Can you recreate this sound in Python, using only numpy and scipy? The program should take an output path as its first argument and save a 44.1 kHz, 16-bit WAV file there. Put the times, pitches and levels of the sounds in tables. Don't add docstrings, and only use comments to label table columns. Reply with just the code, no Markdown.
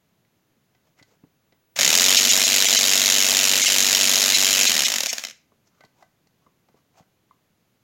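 import sys
import numpy as np
from scipy import signal
from scipy.fft import rfft, irfft, next_fast_len
from scipy.io import wavfile
from scipy.ndimage import map_coordinates

SR = 44100
rng = np.random.default_rng(int(sys.argv[2]) if len(sys.argv) > 2 else 0)


def bounce(signal):
    frames = np.transpose(np.atleast_2d(signal))
    limited = np.clip(frames, -1, 1)
    pcm = np.round(limited * 32767).astype(np.int16)
    wavfile.write(sys.argv[1], SR, pcm)


N = 345556

# (place [turns], extra when slow [turns], level [dB],
# timing scatter [s], time to fall 60 dB [s], rebound level [dB])
STROKE_ENDS = [(-.005, -.02, 1.5, 0.00023, 0.0092, -4.5), (.465, .1, -0.2, 0.00034, .0095, -10)]
# (time [s], level [dB])
SINGLE_KNOCKS = [(1.762, -25.5), (1.789, -10.5), (1.796, -11.5), (1.821, -14.5), (4.792, -18), (4.865, -17),
                 (5.034, -19), (5.18, -33.5)]
# (time [s], level [dB])
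SMEAR_TIMES = [(2.177, -10.5), (2.304, -12.5), (2.455, -15), (2.669, -15), (2.775, -13), (3.628, -14),
               (3.67, -13.5), (4.35, -12), (4.675, -13), (4.857, -15.5), (5.097, -21.5)]
# (multiple of crank speed [-], level [dB])
HUM_TONES = [(1, -8), (3, -3), (4, -20), (4.6, -0.5), (5, 4), (6, -22), (7, -0.5), (8, -15), (9, -1),
             (10, 0.5), (11, -7), (12, -1), (13, 0), (13.8, 0.5), (14.6, -4.5), (23, -16)]
# (frequency [Hz], level [dB per Hz])
KNOCK_COLOUR = [(25, -44.5), (80, -33.5), (140, -22.5), (230, -12), (360, -13), (650, -8), (1050, -10.5),
                (1600, -6), (2600, 1.5), (6200, 1), (7300, 1.5), (7900, -6.5), (9600, -13.5),
                (16000, -13.5)]
# (frequency [Hz], width [Hz], lift [dB])
BODY_RESONANCES = [(657, 16, 8.5), (1974, 190, 1.5), (3080, 440, 2), (3380, 95, -3.5), (3980, 450, 3.5),
                   (4260, 120, -4.5), (5490, 260, 4), (6455, 210, 4), (6860, 440, 4), (8840, 550, 3.5),
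                   (10540, 230, 6.5), (11700, 2100, 5.5), (12590, 800, 3.5)]
# (frequency [Hz], level [dB per Hz])
GEAR_COLOUR = [(35, -46), (80, -27.5), (150, -33), (240, -5.5), (350, -21.5), (650, -8), (1060, -11.5),
               (2100, -3.5), (3000, -7.5), (4420, -6.5), (6900, -2), (8000, -13), (9600, -16), (12700, -17),
               (16000, -16)]
# (time [s], level [dB], strongest around [Hz])
CLICK_TIMES = [(.249, -61, 2200), (.749, -56, 2200), (.996, -47.5, 1900), (1.026, -41.5, 5200),
               (1.523, -51.5, 2940), (5.807, -42, 1500), (5.837, -42, 1100), (5.849, -44.5, 4270),
               (6.025, -39.5, 762), (6.271, -55.5, 6000), (6.686, -49.5, 900), (6.997, -48.5, 699),
               (7.025, -59.5, 1500)]
# (frequency [Hz], level [dB], time to fall 60 dB [s])
METAL_TONES = [(610, 1.5, 0.04), (760, 4.5, 0.025), (1090, -11, .04), (1530, -8, 0.21), (2000, 1.5, 0.051),
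               (2120, -6, 0.066), (2752, -11, 0.026), (4000, -11, 0.033), (4470, -5, 0.03),
               (5770, -17, 0.033)]
# (time [s], level [dB])
TICK_TIMES = [(5.517, -61), (6.464, -47.5), (7.31, -41)]
# (frequency [Hz], level [dB], time to fall 60 dB [s])
HOLLOW_TONES = [(415, -16, 0.039), (756, -29, .04), (1043, 4, 0.023), (1138, 3, 0.029), (2070, -16, .04),
                (3700, -21.5, .03)]
# (time [s], level [dB], treble cut-off [Hz])
HAND_BUMPS = [(0.567, -59, 180), (1.012, -50, 170), (1.236, -45.5, 288), (1.526, -59, 450),
              (5.519, -60, 700), (5.842, -54, 260), (6.466, -58, 400), (6.69, -57, 220), (6.743, -53, 300),
              (7.003, -50, 130)]
# (time [s], level [dB], half length [s], strongest around [Hz])
FINGER_RUBS = [(0.872, -65.5, 0.022, 602.3), (0.993, -60, 0.02, 2010), (1.113, -61, 0.033, 500),
               (1.108, -71, .025, 5500), (5.677, -67.5, .018, 5600), (5.782, -69, 0.061, 1300),
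               (6.008, -63, .045, 856), (6.434, -72, 0.027, 1097), (6.776, -68.5, 0.036, 1100),
               (6.981, -56, .028, 750)]
# (frequency [Hz], level [dB per Hz])
SKIN_COLOUR = [(120, -35), (200, -13), (363, -5), (708, -7), (1170, -8.5), (2060, -14.5), (3350, -16.5),
               (4010, -17.5), (6770, -14), (9550, -32.5), (15000, -26)]
# (frequency [Hz], level [dB per Hz])
AIR_COLOUR = [(20, -20), (45, -28.5), (75, -14), (120, -8), (190, -10), (280, -13.5), (420, -17.5),
              (1060, -24), (3000, -27.5), (5500, -32), (6800, -30), (8200, -39), (11500, -34),
              (16000, -33.5)]
# (frequency [Hz], time to fall 60 dB [s])
ROOM_DECAY = [(150, .22), (1500, .3), (2100, .42), (3000, .3), (6500, .3), (14000, .22)]
# (frequency [Hz], gain [dB])
MICROPHONE_LOW_CUT = [(20, -32.5), (48, -15.5), (95, -12.5), (140, 0.5)]
# (frequency [Hz], gain [dB])
THUD_COLOUR = [(100, -11.5), (230, 10.5), (360, -1.5), (550, 7), (800, 2), (1800, 2.5), (2100, 3.5),
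               (2600, -1), (4500, -1.5), (5600, 1), (8000, -4.5)]
# (frequency [Hz], gain [dB])
SMEAR_COLOUR = [(250, -15), (700, -13.5), (1300, -18.5), (2100, 3.5), (7000, 5.5), (9500, -4.5),
                (14000, -2)]
# (frequency [Hz], level [dB per Hz])
CRACK_COLOUR = [(200, -12.5), (700, 2), (2000, -9.5), (5000, -7.5), (7000, -11), (9000, -21.5)]
# (frequency [Hz], width [Hz], lift [dB])
SMEAR_BANDS = [(232, 30, 17), (672, 60, 17), (2120, 120, 8), (7960, 140, 6), (9900, 200, 8),
               (10900, 250, 11)]

ON_S, OFF_S, CRANK_HZ, REST_TURN = 1.7581, 4.6716, 48.297, .3745
SPIN_UP_S, COAST_S, DRY_FRICTION = .0863, .7924, .7026
DRIVE_DB, HUM_DB = -17, -39
START_DRIVE_DB, START_HUM_DB, SETTLE_S = 3.0, 3, .4
WEAK_SPEED, HUM_POWER = 0.36, 2.5
GRIND_POWER = 0.4
ROCK_S, ROCK_GAP_S, ROCK_SHRINK = 5.25, .0185, .85
ROCK_DB, ROCK_LOSS_DB = -27.5, 2
REBOUND_S, REBOUND_SCATTER_S, REBOUND_POWER = .0029, 0.00069, .7
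TOP_HZ = 15950


def compressor():
    speed, turns = crank()
    strain = np.exp(-since(ON_S) / SETTLE_S)
    coasting, turning = clock() > OFF_S, clock() < ROCK_S
    weakening = speed * np.hypot(1, WEAK_SPEED) / np.hypot(speed, WEAK_SPEED)
    force = np.where(coasting, weakening, 1)
    drive = force * amp(DRIVE_DB + START_DRIVE_DB * strain)
    hum_level = speed ** np.where(coasting, HUM_POWER, 1) * amp(HUM_DB + START_HUM_DB * strain)
    gear_drive = turning * drive * speed ** GRIND_POWER
    rattle = knocks(turns, speed, drive) + gears(turns, gear_drive)
    return rattle, hum(turns, hum_level)


def crank():
    spin_up = 1 - np.exp(-since(ON_S) / SPIN_UP_S)
    coast = (1 + DRY_FRICTION) * np.exp(-since(OFF_S) / COAST_S) - DRY_FRICTION
    speed = np.clip(spin_up * coast, 0, 1)
    return speed, REST_TURN + CRANK_HZ * np.cumsum(speed) / SR


def knocks(turns, speed, drive, knock_db=-1, single_t60=0.014):
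    power, single = np.zeros(N), np.zeros(N)
    scatter_db, attack = 1.0, .002
    whole_turns = np.arange(1, turns[-1])
    for share, slow_lag, db, scatter, t60, rebound_db in STROKE_ENDS:
        slowness = 1 - np.interp(whole_turns + share, turns, speed)
        angles = whole_turns + share + slow_lag * slowness
        contacts = np.searchsorted(turns, angles[angles < turns[-1]])
        blow = fade(t60, attack) ** 2
        luck = rng.standard_normal((len(whole_turns), 4))
        for i, (late, size, bounce_late, bounce_size) in zip(contacts, luck):
            s = i / SR + scatter * late
            flight = (REBOUND_S + REBOUND_SCATTER_S * bounce_late) / speed[i] ** REBOUND_POWER
            add(power, s, amp(db + scatter_db * size) ** 2 * blow)
            add(power, s + flight, amp(db + rebound_db + scatter_db * bounce_size) ** 2 * blow)
    for s, db in SINGLE_KNOCKS + rocking():
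        add(single, s, amp(db) ** 2 * fade(single_t60, attack) ** 2)
    power *= (drive * amp(knock_db)) ** 2 / power[2 * SR:4 * SR].mean()
    grit = rng.standard_normal((2, N))
    crashes = coloured(np.sqrt(power * speed) * grit[0], body_db)
    thud_noise = np.sqrt(power * (1 - speed) + single) * grit[1]
    thuds = coloured(thud_noise, lambda hz: body_db(hz) + along(THUD_COLOUR, hz))
    return (crashes + thuds) / coloured(grit[0, :SR], body_db).std()


def rocking(count=5):
    last_knocks = []
    for k in range(count):
        wait = ROCK_GAP_S * (1 - ROCK_SHRINK ** k) / (1 - ROCK_SHRINK)
        last_knocks.append((ROCK_S + wait, ROCK_DB - ROCK_LOSS_DB * k))
    return last_knocks


def body_db(hz):
    return along(KNOCK_COLOUR, hz) + resonances_db(BODY_RESONANCES, hz)


def gears(turns, drive, grind_db=-11, mesh_depth=.1, shaft_depth=0.2):
    shaft, mesh = 4.6 * turns, 46 * turns
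    mesh_swing = 1 + mesh_depth * np.cos(2 * np.pi * mesh)
    shaft_swing = 1 + shaft_depth * np.cos(2 * np.pi * shaft)
    return drive * amp(grind_db) * mesh_swing * shaft_swing * noise(GEAR_COLOUR)


def hum(turns, level, waver_db=0.4):
    tones = np.zeros(N)
    for multiple, db in HUM_TONES:
        phase = 2 * np.pi * (multiple * turns + rng.random()) + .12 * wobble(10)
        tones += amp(db + waver_db * wobble(11)) * np.sin(phase)
    tones /= tones[2 * SR:4 * SR].std()
    return coloured(level * tones, lambda hz: along(MICROPHONE_LOW_CUT, hz))


def smears(smear_db=-1, half=0.0135, spacing_hz=170):
    out = np.zeros(N)
    t = np.arange(SR // 8) / SR
    bell = np.exp(-((t - t.mean()) / half) ** 2)
    for s, db in SMEAR_TIMES:
        knots = rng.standard_normal(SR // 50)

        def bands(hz):
            ripple = 10 * np.tanh(map_coordinates(knots, [hz / spacing_hz])) * hz / (hz + 700)
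            return body_db(hz) + ripple + along(SMEAR_COLOUR, hz) + resonances_db(SMEAR_BANDS, hz)

        ringing = unit(coloured(rng.standard_normal(len(t)), bands))
        add(out, s - t.mean(), amp(db + smear_db) * bell * ringing)
    return out


def clicks(click_db=-3, crack_db=-5, crack_t60=0.03, focus_db=13, octaves=0.83, tick_db=-3):
    out = np.zeros(N)
    shape = fade(crack_t60, attack=0.00056)
    for s, db, centre_hz in CLICK_TIMES:
        colour = lambda hz: focus_db * focus(hz, centre_hz, octaves)
        crack_colour = lambda hz: along(CRACK_COLOUR, hz) + colour(hz)
        crack = shape * unit(coloured(rng.standard_normal(len(shape)), crack_colour))
        metal = ring(METAL_TONES, attack=0.00031, colour=colour)
        add(out, s, amp(db + click_db) * (metal + amp(crack_db) * crack))
    for s, db in TICK_TIMES:
        add(out, s, amp(db + tick_db) * ring(HOLLOW_TONES, attack=0.0022))
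    return out


def handling():
    return bumps() + rubs()


def bumps(bump_t60=0.055):
    out = np.zeros(N)
    shape = fade(bump_t60, attack=0.0012)
    for s, db, edge_hz in HAND_BUMPS:
        treble_cut = lambda hz: 10 * np.log10(1 + (hz / edge_hz) ** 4)
        flesh = lambda hz: along([(30, -46), (55, -13), (110, 4)], hz) - treble_cut(hz)
        add(out, s, amp(db) * shape * unit(coloured(rng.standard_normal(len(shape)), flesh)))
    return out


def rubs(grain_db=3, focus_db=10, octaves=.3):
    out = np.zeros(N)
    t = np.arange(SR // 3) / SR
    for s, db, half, centre_hz in FINGER_RUBS:
        colour = lambda hz: along(SKIN_COLOUR, hz) + focus_db * focus(hz, centre_hz, octaves)
        skin = unit(coloured(rng.standard_normal(len(t)), colour))
        bell = np.exp(-((t - t.mean()) / half) ** 2)
        add(out, s - t.mean(), amp(db) * bell * skin)
    return out * unit(amp(grain_db * wobble(200)))


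def room(x):
    hz, t, z = signal.stft(rng.standard_normal(SR // 2), SR, nperseg=256)
    fading = amp(-60 * t / along(ROOM_DECAY, hz)[:, None])
    tail = signal.istft(z * fading, SR, nperseg=256)[1]
    echo = np.pad(tail, (SR // 250, 0)) / np.linalg.norm(tail)
    return signal.fftconvolve(x, echo)[:N]


def background(air_db=-68):
    return amp(air_db) * noise(AIR_COLOUR)


def amp(db):
    return 10 ** (np.asarray(db) / 20)


def unit(x):
    return x / np.sqrt(np.mean(x ** 2) + 1e-20)


def clock():
    return np.arange(N) / SR


def since(s):
    return np.maximum(clock() - s, 0)


def along(points, hz):
    f, v = np.transpose(points)
    return np.interp(np.log(hz + 1), np.log(f + 1), v)


def resonances_db(rows, hz):
    return sum(db / (1 + (2 * (hz - centre) / width) ** 2) for centre, width, db in rows)


def focus(hz, centre_hz, octaves):
    return 1 / (1 + (np.log2((hz + 1) / centre_hz) / octaves) ** 2)


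def wobble(rate):
    knots = rng.standard_normal(int(N * rate / SR) + 4)
    steps = np.arange(0, len(knots), 1 / 8)
    return np.interp(clock() * rate, steps, map_coordinates(knots, [steps]))


def coloured(x, gain_db):
    m = 2 * next_fast_len(len(x) // 2 + 4096)
    gain = amp(gain_db(np.fft.rfftfreq(m, 1 / SR)))
    cepstrum = irfft(np.log(gain + 1e-6))
    cepstrum[1:m // 2] *= 2
    cepstrum[m // 2 + 1:] = 0
    return irfft(rfft(x, m) * np.exp(rfft(cepstrum)), m)[:len(x)]


def noise(spectrum):
    return unit(coloured(rng.standard_normal(N), lambda hz: along(spectrum, hz)))


def add(track, s, sound):
    part = track[max(round(s * SR), 0):][:len(sound)]
    part += sound[:len(part)]


def fade(t60, attack):
    t = np.arange(SR // 4) / SR
    shape = amp(-60 * t / t60) * (1 - np.exp(-t / attack))
    return shape / shape.max()


def swell(s, half):
    return np.exp(-np.minimum(((clock() - s) / half) ** 2, 50))


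def ring(modes, attack, colour=lambda hz: 0):
    t = np.arange(SR // 4) / SR
    sound = np.zeros(len(t))
    for hz, db, t60 in modes:
        strength = amp(db + rng.normal(0, 3.04) + colour(hz))
        sound += strength * fade(t60, attack) * np.sin(2 * np.pi * (hz * t + rng.random()))
    return sound / np.abs(sound).max()


def scene(room_db=-12, dip_db=-16, dip_half=0.0091):
    rattle, buzz = compressor()
    near = rattle + clicks() + handling()
    dip = amp(dip_db * sum(swell(s, dip_half) for s, _ in SMEAR_TIMES))
    dipped = dip * (near + buzz + amp(room_db) * room(near))
    return (dipped + smears() + background())[None]


def record(dry):
    m = next_fast_len(N + SR // 2)
    kept = np.fft.rfftfreq(m, 1 / SR) < TOP_HZ
    return irfft(rfft(np.clip(dry, -1, 1), m) * kept, m)[:, :N]


dry = scene()
out = record(dry)
bounce(out)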